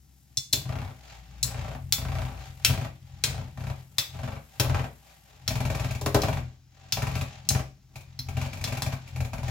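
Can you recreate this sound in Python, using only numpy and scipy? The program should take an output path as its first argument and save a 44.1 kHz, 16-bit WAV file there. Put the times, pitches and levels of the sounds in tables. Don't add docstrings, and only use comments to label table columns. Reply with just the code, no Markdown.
import sys
import numpy as np
from scipy import signal
from scipy.io import wavfile

SR = 44100
rng = np.random.default_rng(int(sys.argv[2]) if len(sys.argv) > 2 else 0)


def master_out(mix):
    frames = np.transpose(np.atleast_2d(mix))
    ceiling = np.clip(frames, -1, 1)
    pcm = np.round(ceiling * 32767).astype(np.int16)
    wavfile.write(sys.argv[1], SR, pcm)


N = 418950
TIME = np.arange(N) / SR
AGE = np.arange(SR // 2) / SR

# (time [s], level [dB], then on
# top of that level: floor thump [dB], five crack bands [dB], three clinks [dB]; last, lean to the left [left
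# louder by 0.4 dB per unit])
RIM_HITS = [(0.3712, -12, -24, -40, -29.5, -4.5, -20, -21.5, -18, -15.5, -11.5, 2),
            (0.5276, -16.5, -13.5, -49, -21, -8, -17, -9.5, -8.5, -3, -9, 0.5),
            (1.429, -12.5, -22, -39, -26.5, -5, -11.5, -12.5, -29, -11.5, -47, 2),
            (1.9237, -9.5, -27, -24, -21, -4, -19.5, -9.5, -16.5, -15, -19, 3),
            (2.6481, -3.5, -27, -30, -13.5, -11, -21.5, -14, -47, -49, -17, 2),
            (3.238, -6, -24.5, -25, -19, -10, -20, -22, -50, -19, -42, 6),
            (3.9829, -11, -24.5, -22, -15, -5, -19.5, -12, -15, -14.5, -16.5, 2.3),
            (4.5978, -11, -11, -13.5, -15.5, -14, -30, -14.5, -89, -31, -16, 7),
            (5.4779, -12, -17.5, -19, -19, -8, -24.5, -18, -34, -19, -16.5, 2.8),
            (6.2187, -23, -38.5, -33.5, -13, -0.5, -21.5, -11.5, -40, -11, -31, 5.5),
            (6.923, -10, -23.5, -28.5, -18.5, -5, -25.5, -17.5, -24, -22, -21, 3.6),
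            (7.489, -9, -30.5, -43.5, -26.5, -3.5, -15.5, -13.5, -47, -15.5, -33, 0.5),
            (8.1907, -21, -15, -29, -26, -6, -36, -17.5, -29, -9.5, -19.5, 0.55),
            (8.6404, -14.5, -15, -20, -20.5, -6, -26, -20, -22, -19, -33, 1.5),
            (8.8208, -15.5, -15, -15, -23, -10, -21, -18.5, -24, -21, -37, 2.5)]
# (first slap [s], last slap [s], slaps [count], speed-up [share], thump at the start,
# middle and end [dB], then on top of the thump: clatter [dB], scrape [dB], fast hum [dB], slow hum [dB])
WOBBLE_SPELLS = [(0.569, 0.654, 3, 0.018, -36, -43, -37, -3.5, -16, -25.5, -7),
                 (0.692, 0.907, 8, .04, -33.5, -34, -44, 1.5, -13.5, -13, -7),
                 (1.445, 1.749, 10, -0.025, -39.5, -36.5, -39, 3.5, -12, -5, -9.5),
                 (1.981, 2.408, 14, 0.07, -38.5, -34, -51, 4.5, -8, 0.5, -6),
                 (2.696, 2.847, 5, 0.11, -26, -30.5, -31.5, 0.5, -11, -16, -4.5),
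                 (3.273, 3.475, 7, 0.081, -36, -35.5, -49, 0, -13.5, -8, -12),
                 (3.574, 3.7, 5, .04, -38, -36, -32, -0.5, -11, -10, -26),
                 (4.145, 4.363, 6, 0, -43, -31, -39.5, 4, -14, -25, -5),
                 (4.646, 4.841, 5, 0.021, -32, -28, -35.5, 7, -9, -24, -1.5),
                 (5.505, 5.844, 8, 0.013, -28.5, -27.5, -29, 1, -4.5, -9, -8.5),
                 (5.908, 5.949, 2, 0, -33.5, -53, -35.5, 0, -0.5, -14.5, -3.5),
                 (6.234, 6.37, 4, .1, -24, -28, -32, 3, -7, -17, -15.5),
                 (6.97, 7.114, 4, 0.072, -29, -26.5, -38, 3, -3, -17, -14),
                 (7.154, 7.212, 3, -0.39, -30.5, -37.5, -30, 0.5, -1.5, -22, 0),
                 (7.504, 7.593, 3, 0, -25.5, -23, -29, -0.5, -9.5, -31, -16),
                 (7.957, 8.007, 2, 0, -40.5, -40, -49, -1, 1.5, -23, -10),
                 (8.286, 8.334, 2, 0, -37, -39, -56, 1, 0, -24, -5),
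                 (8.368, 8.459, 3, 0.0062, -30.5, -29.5, -36, 0.5, -4.5, -26, -7),
                 (8.532, 8.612, 3, -0.015, -34, -39, -34.5, -2.5, -2.5, -22, -8),
                 (8.674, 8.771, 3, 0, -33, -33, -33.5, 3.5, 0, -7, -12),
                 (8.863, 8.926, 2, 0, -25.5, -41, -29.5, -2.5, -7.5, -22, -15),
                 (9.076, 9.13, 2, 0, -47.5, -52, -65, -3, 4.5, -22, -4),
                 (9.16, 9.248, 3, -0.014, -37, -33, -37, 1.5, -1, -24, 2),
                 (9.332, 9.48, 4, -0.011, -32, -39, -32, 2, -4.5, -8, -3.5)]
# (pitch [Hz], level [dB], time to fade by 60 dB [s])
FLOOR_NOTES = [(420, -8, .12), (570, -4, .09), (655, -3, .08), (766, -2, .12), (870, -6, .07),
               (1007, -6, .08), (1150, -6, .1), (1430, -7, .07), (1590, -9, .08), (1900, -9, .07)]
# (frequency [Hz], level [dB])
CLATTER_TONE = [(150, -8), (240, 5), (330, -3.5), (420, -6), (660, 5.5), (900, -0.5), (1600, -6),
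                (2400, -8.5), (3500, -12.5), (6000, -24), (16000, -47.5)]
# (frequency [Hz], level [dB])
SCRAPE_TONE = [(900, -35.5), (2500, -12), (4000, -5), (7000, -5.5), (8800, -15), (12000, -11),
               (16000, -17.5)]


def rim_clacks():
    # (low edge [Hz], high edge [Hz])
    crack_bands = [(700, 2000), (2000, 3300), (4400, 7000), (7000, 8600), (8600, 16000)]
    low, high = np.transpose(crack_bands)
    out = np.zeros((2, N))
    for start, db, thump_db, *bands_db, _, _, _, pan in RIM_HITS:
        snap = even_hit(burst(rise_s=.0005, fall_s=.0014, shared=.75))
        chatter = even_hit(burst(rise_s=.003, fall_s=.012, shared=.45))
        strike = even_hit(snap + amp(-3) * chatter + amp(-5.5) * rim_ring())
        tone_db = np.array(bands_db) + 10 * np.log10(SR / 2 / (high - low))
        tone = [(150, tone_db[0] - 8), *zip(np.sqrt(low * high), tone_db)]
        tone.insert(3, (3800, (tone_db[1] + tone_db[2]) / 2 - 1))
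        sides = amp(np.array([[.2], [-.2]]) * pan)
        add(out, start, amp(db - 7.5) * colour(strike, tone) * sides)
        add(out, start, amp(db + thump_db - 2) * floor_thump())
    return out


def rim_ring():
    # (pitch [Hz], level [dB], fade time before touching shortens it [s])
    rim_notes = [(2150, -6, .08), (2470, -2, .08), (2665, -1, .12), (3260, 1, .1), (4600, -4, .06),
                 (4860, -2, .08), (6239, -3, .12), (6541, 0, .15), (6993, -1, .15), (7450, -1, .07),
                 (7752, 2, .14), (7924, 0, .17), (9329, -1, .13), (9680, -2, .08), (10490, -3, .12),
                 (11110, -2, .13), (11700, -1, .1), (12500, 0, .15), (13750, -2, .13), (14450, -2, .13)]
    shifts = 1 + .012 * rng.standard_normal(len(rim_notes))
    notes = [(hz * shift, db, .65 * fade_s) for (hz, db, fade_s), shift in zip(rim_notes, shifts)]
    return even_hit(np.array([ring(notes, spread_db=4) for side in range(2)]))


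def rim_clinks():
    # (pitch [Hz], level [dB], fade time [s])
    clink_notes = [
        [(3494, -3, .27), (3535, 3, .06)],
        [(4016, -8, .12), (4110, 1, .055), (4215, -6, .13)],
        [(5400, 1, .055), (5497, -3, .13), (5599, -4, .12)],
    ]
    onset = 1 - np.exp(-AGE / .0007)
    out = np.zeros((2, N))
    for start, db, *_, clink1, clink2, clink3, _ in RIM_HITS:
        for notes, clink_db in zip(clink_notes, (clink1, clink2, clink3)):
            clink = even_hit(np.array([ring(notes, spread_db=1.5) for side in range(2)]))
            add(out, start, amp(db + clink_db - 4.5) * clink * onset)
    return out


def wobble_drumming(spot_count=12):
    # (frequency [Hz], level [dB])
    tap_tone = [(400, -7), (1200, 3.5), (2800, -3.5), (5000, -6.5), (8000, -19.5), (16000, -20.5)]
    hits, rattles, scrapes = np.zeros((3, 2, N))
    thumps = [floor_thump() for spot in range(spot_count)]
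    floor_rings = np.array([even_hit(ring(FLOOR_NOTES, spread_db=4)) for spot in range(spot_count)])
    ticks = tip_ticks(spot_count)
    for start, thump_db, clatter_db, scrape_db, tap_db in slaps():
        spots = rng.integers(spot_count, size=2)
        rattle = even_hit(burst(rise_s=.0007, fall_s=.013, shared=.55))
        scrape = even_hit(burst(rise_s=.001, fall_s=.016, shared=.21))
        click = burst(rise_s=.0002, fall_s=.0012, shared=.7)[:, :SR // 20]
        add(hits, start, amp(thump_db + 1.15) * thumps[spots[0]])
        add(hits, start, amp(clatter_db - 17) * floor_rings[spots])
        add(hits, start, amp(scrape_db - 10.5) * ticks[spots])
        add(hits, start, amp(tap_db) * even_hit(colour(click, tap_tone)))
        add(rattles, start, amp(clatter_db - 9) * rattle)
        add(scrapes, start, amp(scrape_db + 2) * scrape)
    grit = amp(.5 * drift(rate_hz=410))
    return hits + amp(9.5) * colour(rattles, CLATTER_TONE) + amp(-1) * colour(scrapes * grit, SCRAPE_TONE)


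def slaps():
    quick_swing_s, softer_db_per_s = .033, 949
    for first, last, count, speed_up, *swell_db, clatter_db, scrape_db, _, _ in WOBBLE_SPELLS:
        swing_s = (last - first) / max(count - 1, 1)
        tap_db = (clatter_db + scrape_db) / 2 - 13 - softer_db_per_s * max(swing_s - quick_swing_s, 0)
        for progress in np.linspace(0, 1, count):
            start = first + (last - first) * (progress + speed_up * progress * (1 - progress))
            db = np.interp(progress, [0, .5, 1], swell_db) + .5 * rng.standard_normal(4)
            yield start, *(db + [0, clatter_db, scrape_db, tap_db])


def floor_thump(push_hz=113, peak_s=.00974):
    # (pitch [Hz], level [dB], fade time [s])
    drum_notes = [(39.7, -19, 0.32), (63, -6.5, 0.37), (96, -8, 0.2), (130.05, -3, 0.48),
                  (144.2, -3.5, 0.3), (206, -2, 0.068), (250.1, -8.5, .12)]
    swell = (AGE / peak_s * np.exp(1 - AGE / peak_s)) ** 3.7
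    push = -swell * np.cos(2 * np.pi * push_hz * (AGE - peak_s))
    return even_hit(even_hit(push) + amp(-3) * even_hit(ring(drum_notes, spread_db=4.5)))


def tip_ticks(count):
    # (pitch [Hz], level [dB], fade time [s])
    tip_notes = [(2200, -5, .03), (2315, 0, .035), (2365, -2, .025), (2463, 0, .04), (2750, -5, .02)]
    ticks = []
    for shifts in 1 + .018 * rng.standard_normal((count, len(tip_notes))):
        notes = [(hz * shift, db, fade_s) for (hz, db, fade_s), shift in zip(tip_notes, shifts)]
        ticks.append(even_hit(ring(notes, spread_db=2)))
    return np.array(ticks)


def bowl_knocks():
    # (time [s], boom [dB], crack [dB])
    knock_hits = [(0.531, -28.5, -13.5), (4.599, -21.5, -17.5), (6.012, -27.5, -32), (6.06, -17, -24),
                  (6.145, -7, -20)]
    # (pitch [Hz], level [dB], fade time [s])
    wall_notes = [(129, -3, .12), (200, -4, .07), (245, -1, .07), (303, 2, .1), (345, -4, .05),
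                  (408, 0, .13), (511, -7, .08), (600, -5, .07), (690, -6, .07), (850, -11, .09),
                  (1007, -8, .1), (1095, -13, .1)]
    out = np.zeros((2, N))
    for start, boom_db, crack_db in knock_hits:
        add(out, start, amp(boom_db - 12.5) * even_hit(ring(wall_notes, spread_db=1.2)))
        add(out, start, amp(boom_db - 11) * floor_thump())
        rattle = colour(burst(rise_s=.0028, fall_s=.0067, shared=.8), CLATTER_TONE)
        crack = colour(burst(rise_s=.00022, fall_s=.011, shared=.2), SCRAPE_TONE)
        add(out, start, amp(boom_db - 15) * even_hit(rattle))
        add(out, start, amp(crack_db - 9) * even_hit(crack))
    return out


def whir():
    # (time [s], fast top [Hz], slow top [Hz])
    spin_speeds = [(0, 68.5, 44), (1.099, 61.6, 42.69), (2.4, 59.9, 44.42), (3.5, 64, 43.2),
                   (5.301, 59.64, 42.94), (9.5, 46.13, 42.2)]
    # (frequency [Hz], level [dB])
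    rumble_tone = [(25, -7.5), (45, -11), (100, 5), (160, 7), (240, -6.5), (330, -14.5), (480, -32.5),
                   (1500, -48.5)]
    rub_tone = [(300, -14.5), (450, -9), (770, 6.5), (1000, -3.5), (2400, -0.5), (4500, -3), (7300, -7),
                (8500, -21), (16000, -28.5)]
    fizz_tone = [(3000, -18), (7500, 1), (9500, -4), (12500, 2), (16000, -6.5)]
    fast_gain, slow_gain, rumble_gain, rub_gain, fizz_gain = whir_gains()
    times, *speeds = np.transpose(spin_speeds)
    spin_hz = [np.interp(TIME, times, hz) * (1 + .01887 * drift(rate_hz=9.7)) for hz in speeds]
    fast_angle, slow_angle = 2 * np.pi * np.cumsum(spin_hz, axis=1) / SR
    fast_wave = np.sin(fast_angle) + .15 * np.sin(2 * fast_angle)
    slow_wave = .25 * np.sin(slow_angle) + .86 * np.sin(2 * slow_angle) + np.sin(3 * slow_angle)
    fast_hum = fast_gain * amp(2 * drift(rate_hz=20)) * fast_wave
    slow_hum = slow_gain * amp(3.2 * drift(rate_hz=22)) * slow_wave
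    rumble = rumble_gain * amp(5.5) * steady_noise(rumble_tone, shared=1)
    pressure = even_level(amp(.57 * np.sin(fast_angle) + 2.2 * np.sin(slow_angle) + 2 * drift(rate_hz=170)))
    singing = signal.oaconvolve(noise_pair(N, shared=.7), ring(FLOOR_NOTES, spread_db=0)[None], axes=1)
    singing = even_level(singing[:, :N]) * amp(-15 + 4 * drift(rate_hz=6))
    rub = rub_gain * amp(-4 + 3.8 * drift(rate_hz=9)) * (steady_noise(rub_tone, shared=.35) + singing)
    fizz = fizz_gain * amp(-12.5) * steady_noise(fizz_tone, shared=.17)
    return fast_hum + slow_hum + rumble + pressure * (rub + fizz)


def whir_gains(rise_s=.022, settle_s=.018):
    # (time [s], fast hum [dB], slow hum [dB], rub [dB], fizz [dB])
    upright_levels = [(0, -55.5, -66, -75, -57.5), (0.45, -57, -70, -73.5, -57.5),
                      (1.0, -51.5, -67, -62, -55.5), (1.35, -45.5, -60, -59, -61),
                      (1.852, -49.5, -42, -62, -53.5), (2.55, -49.5, -51.5, -56, -52),
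                      (3.0, -66, -53, -69, -61), (3.2, -49, -46.5, -53.5, -61), (3.85, -58, -52, -58, -54),
                      (5.15, -61, -75.5, -61.5, -52.5), (5.45, -65, -51, -56.5, -64),
                      (6.4, -48.5, -33.5, -49.5, -85), (6.62, -65.5, -61.5, -70.5, -94.5),
                      (6.85, -66, -55.5, -54, -89), (7.35, -62, -47, -57.5, -74),
                      (7.85, -60, -64.5, -69.5, -86), (8.15, -75, -47, -58.5, -78),
                      (9.5, -54, -52.5, -53.5, -81)]
    times, *columns = np.transpose(upright_levels)
    fast, slow, rub, fizz = (amp(np.interp(TIME, times, db)) for db in columns)
    gains = np.array([fast, slow, amp(-19) * (fast + slow), rub, fizz])
    for first, last, _, _, *swell_db, clatter_db, scrape_db, fast_db, slow_db in WOBBLE_SPELLS:
        t = np.arange(first - .5, last + .5, 1 / SR)
        tilt = amp(np.interp(t, [first, (first + last) / 2, last], swell_db))
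        tilt *= np.exp(np.minimum(t - first, 0) / rise_s - np.maximum(t - last, 0) / settle_s)
        shares = amp([fast_db, slow_db, -18, clatter_db - 19, scrape_db - 18])
        add(gains, t[0], shares[:, None] * tilt)
    return gains


def room_echo(sound):
    # (frequency [Hz], time to fade by 60 dB [s])
    fade_times = [(100, 0.49), (300, 0.4), (700, 0.2), (1800, 0.29), (4500, .34), (12000, 0.25)]
    # (frequency [Hz], level [dB])
    echo_tone = [(60, -23), (150, -11), (350, 2), (900, 2), (3000, -2), (6000, -7.5), (14000, -2)]
    # (frequency [Hz], likeness [0 to 1])
    likeness = [(150, 1), (350, 0.98), (700, 0.4), (1500, 0)]
    bounces = rng.standard_normal((2, len(AGE))) * np.clip((AGE - .003) / .0017, 0, 1)
    hz, t, (left, other) = signal.stft(bounces, SR, nperseg=256)
    alike = np.clip(look_up(likeness, hz), 0, 1)[:, None]
    right = alike * left + np.sqrt(1 - alike ** 2) * other
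    fade_s = look_up(fade_times, hz)[:, None]
    fade = np.exp(-np.log(1000) * t / fade_s)
    fade *= np.sqrt(2 * np.log(1000) / (fade_s * SR))
    _, tail = signal.istft(np.array([left, right]) * fade, SR, nperseg=256)
    return signal.fftconvolve(sound, colour(tail, echo_tone), axes=1)[:, :N]


def room_air():
    # (frequency [Hz], level [dB])
    air_tone = [(25, 9), (60, 13.5), (150, 25.5), (300, 13), (500, -3), (2000, -4), (4400, 0.5),
                (5200, 4.5), (7400, 0), (8400, -13), (16000, -2.5)]
    return amp(-64.5) * steady_noise(air_tone, shared=.76)


def ring(notes, spread_db):
    hz, db, fade_s = np.transpose(notes)[:, :, None]
    db = db + spread_db * rng.standard_normal(db.shape)
    sign = (-1) ** np.arange(len(hz))[:, None]
    fade = np.exp(-np.log(1000) * AGE / fade_s)
    return (sign * amp(db) * fade * np.sin(2 * np.pi * hz * AGE)).sum(0)


def burst(rise_s, fall_s, shared):
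    return noise_pair(len(AGE), shared) * (1 - np.exp(-AGE / rise_s)) * np.exp(-AGE / fall_s)


def noise_pair(count, shared):
    noise = rng.standard_normal((3, count))
    return np.sqrt(shared) * noise[2] + np.sqrt(1 - shared) * noise[:2]


def steady_noise(tone, shared):
    return even_level(colour(noise_pair(N, shared), tone))


def drift(rate_hz):
    points = rng.standard_normal(int(TIME[-1] * 400))
    return even_level(np.interp(TIME * rate_hz, np.arange(len(points)), points))


def colour(sound, tone, size=4096):
    log_gain = np.log(amp(look_up(tone, abs(np.fft.fftfreq(size, 1 / SR)))))
    response = np.exp(np.conj(signal.hilbert(log_gain)))
    taps = np.fft.ifft(response).real[:size // 2]
    return signal.oaconvolve(np.atleast_2d(sound), taps[None], axes=1)[:, :sound.shape[-1]]


def look_up(table, hz):
    row_hz, values = np.transpose(table)
    return np.interp(np.log(hz + 1), np.log(row_hz + 1), values)


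def amp(db):
    return 10 ** (np.asarray(db) / 20)


def even_level(sound):
    return sound / np.sqrt(np.mean(sound ** 2) + 1e-20)


def even_hit(sound):
    return sound / np.sqrt(np.sum(sound ** 2, -1, keepdims=True) / (SR / 50) + 1e-20)


def add(mix, start_s, sound):
    part = mix[:, max(round(start_s * SR), 0):][:, :sound.shape[-1]]
    part += sound[..., :part.shape[1]]


def scene():
    battle = rim_clacks() + wobble_drumming() + bowl_knocks() + whir()
    clinks = rim_clinks()
    return battle + clinks + room_air() + room_echo(battle + .3 * clinks)


def record(dry):
    # (frequency [Hz], left minus right [dB])
    left_lead = [(60, 5), (110, 3.5), (200, 2.5), (380, 2.5), (700, 2), (1290, 1.5), (2380, 2.5),
                 (4400, -1), (8120, 6.5), (15000, 4.0)]
    left = colour(dry[0], [(hz, db / 2) for hz, db in left_lead])
    right = colour(np.r_[0, dry[1, :-1]], [(hz, -db / 2) for hz, db in left_lead])
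    bass_cut = signal.butter(3, 33, "highpass", fs=SR, output="sos")
    treble_cut = signal.firwin(511, 16050, window=("kaiser", 9), fs=SR)
    pair = signal.sosfilt(bass_cut, np.vstack([left, right]))
    return signal.oaconvolve(pair, treble_cut[None], "same", axes=1)


dry = scene()
out = record(dry)
master_out(out)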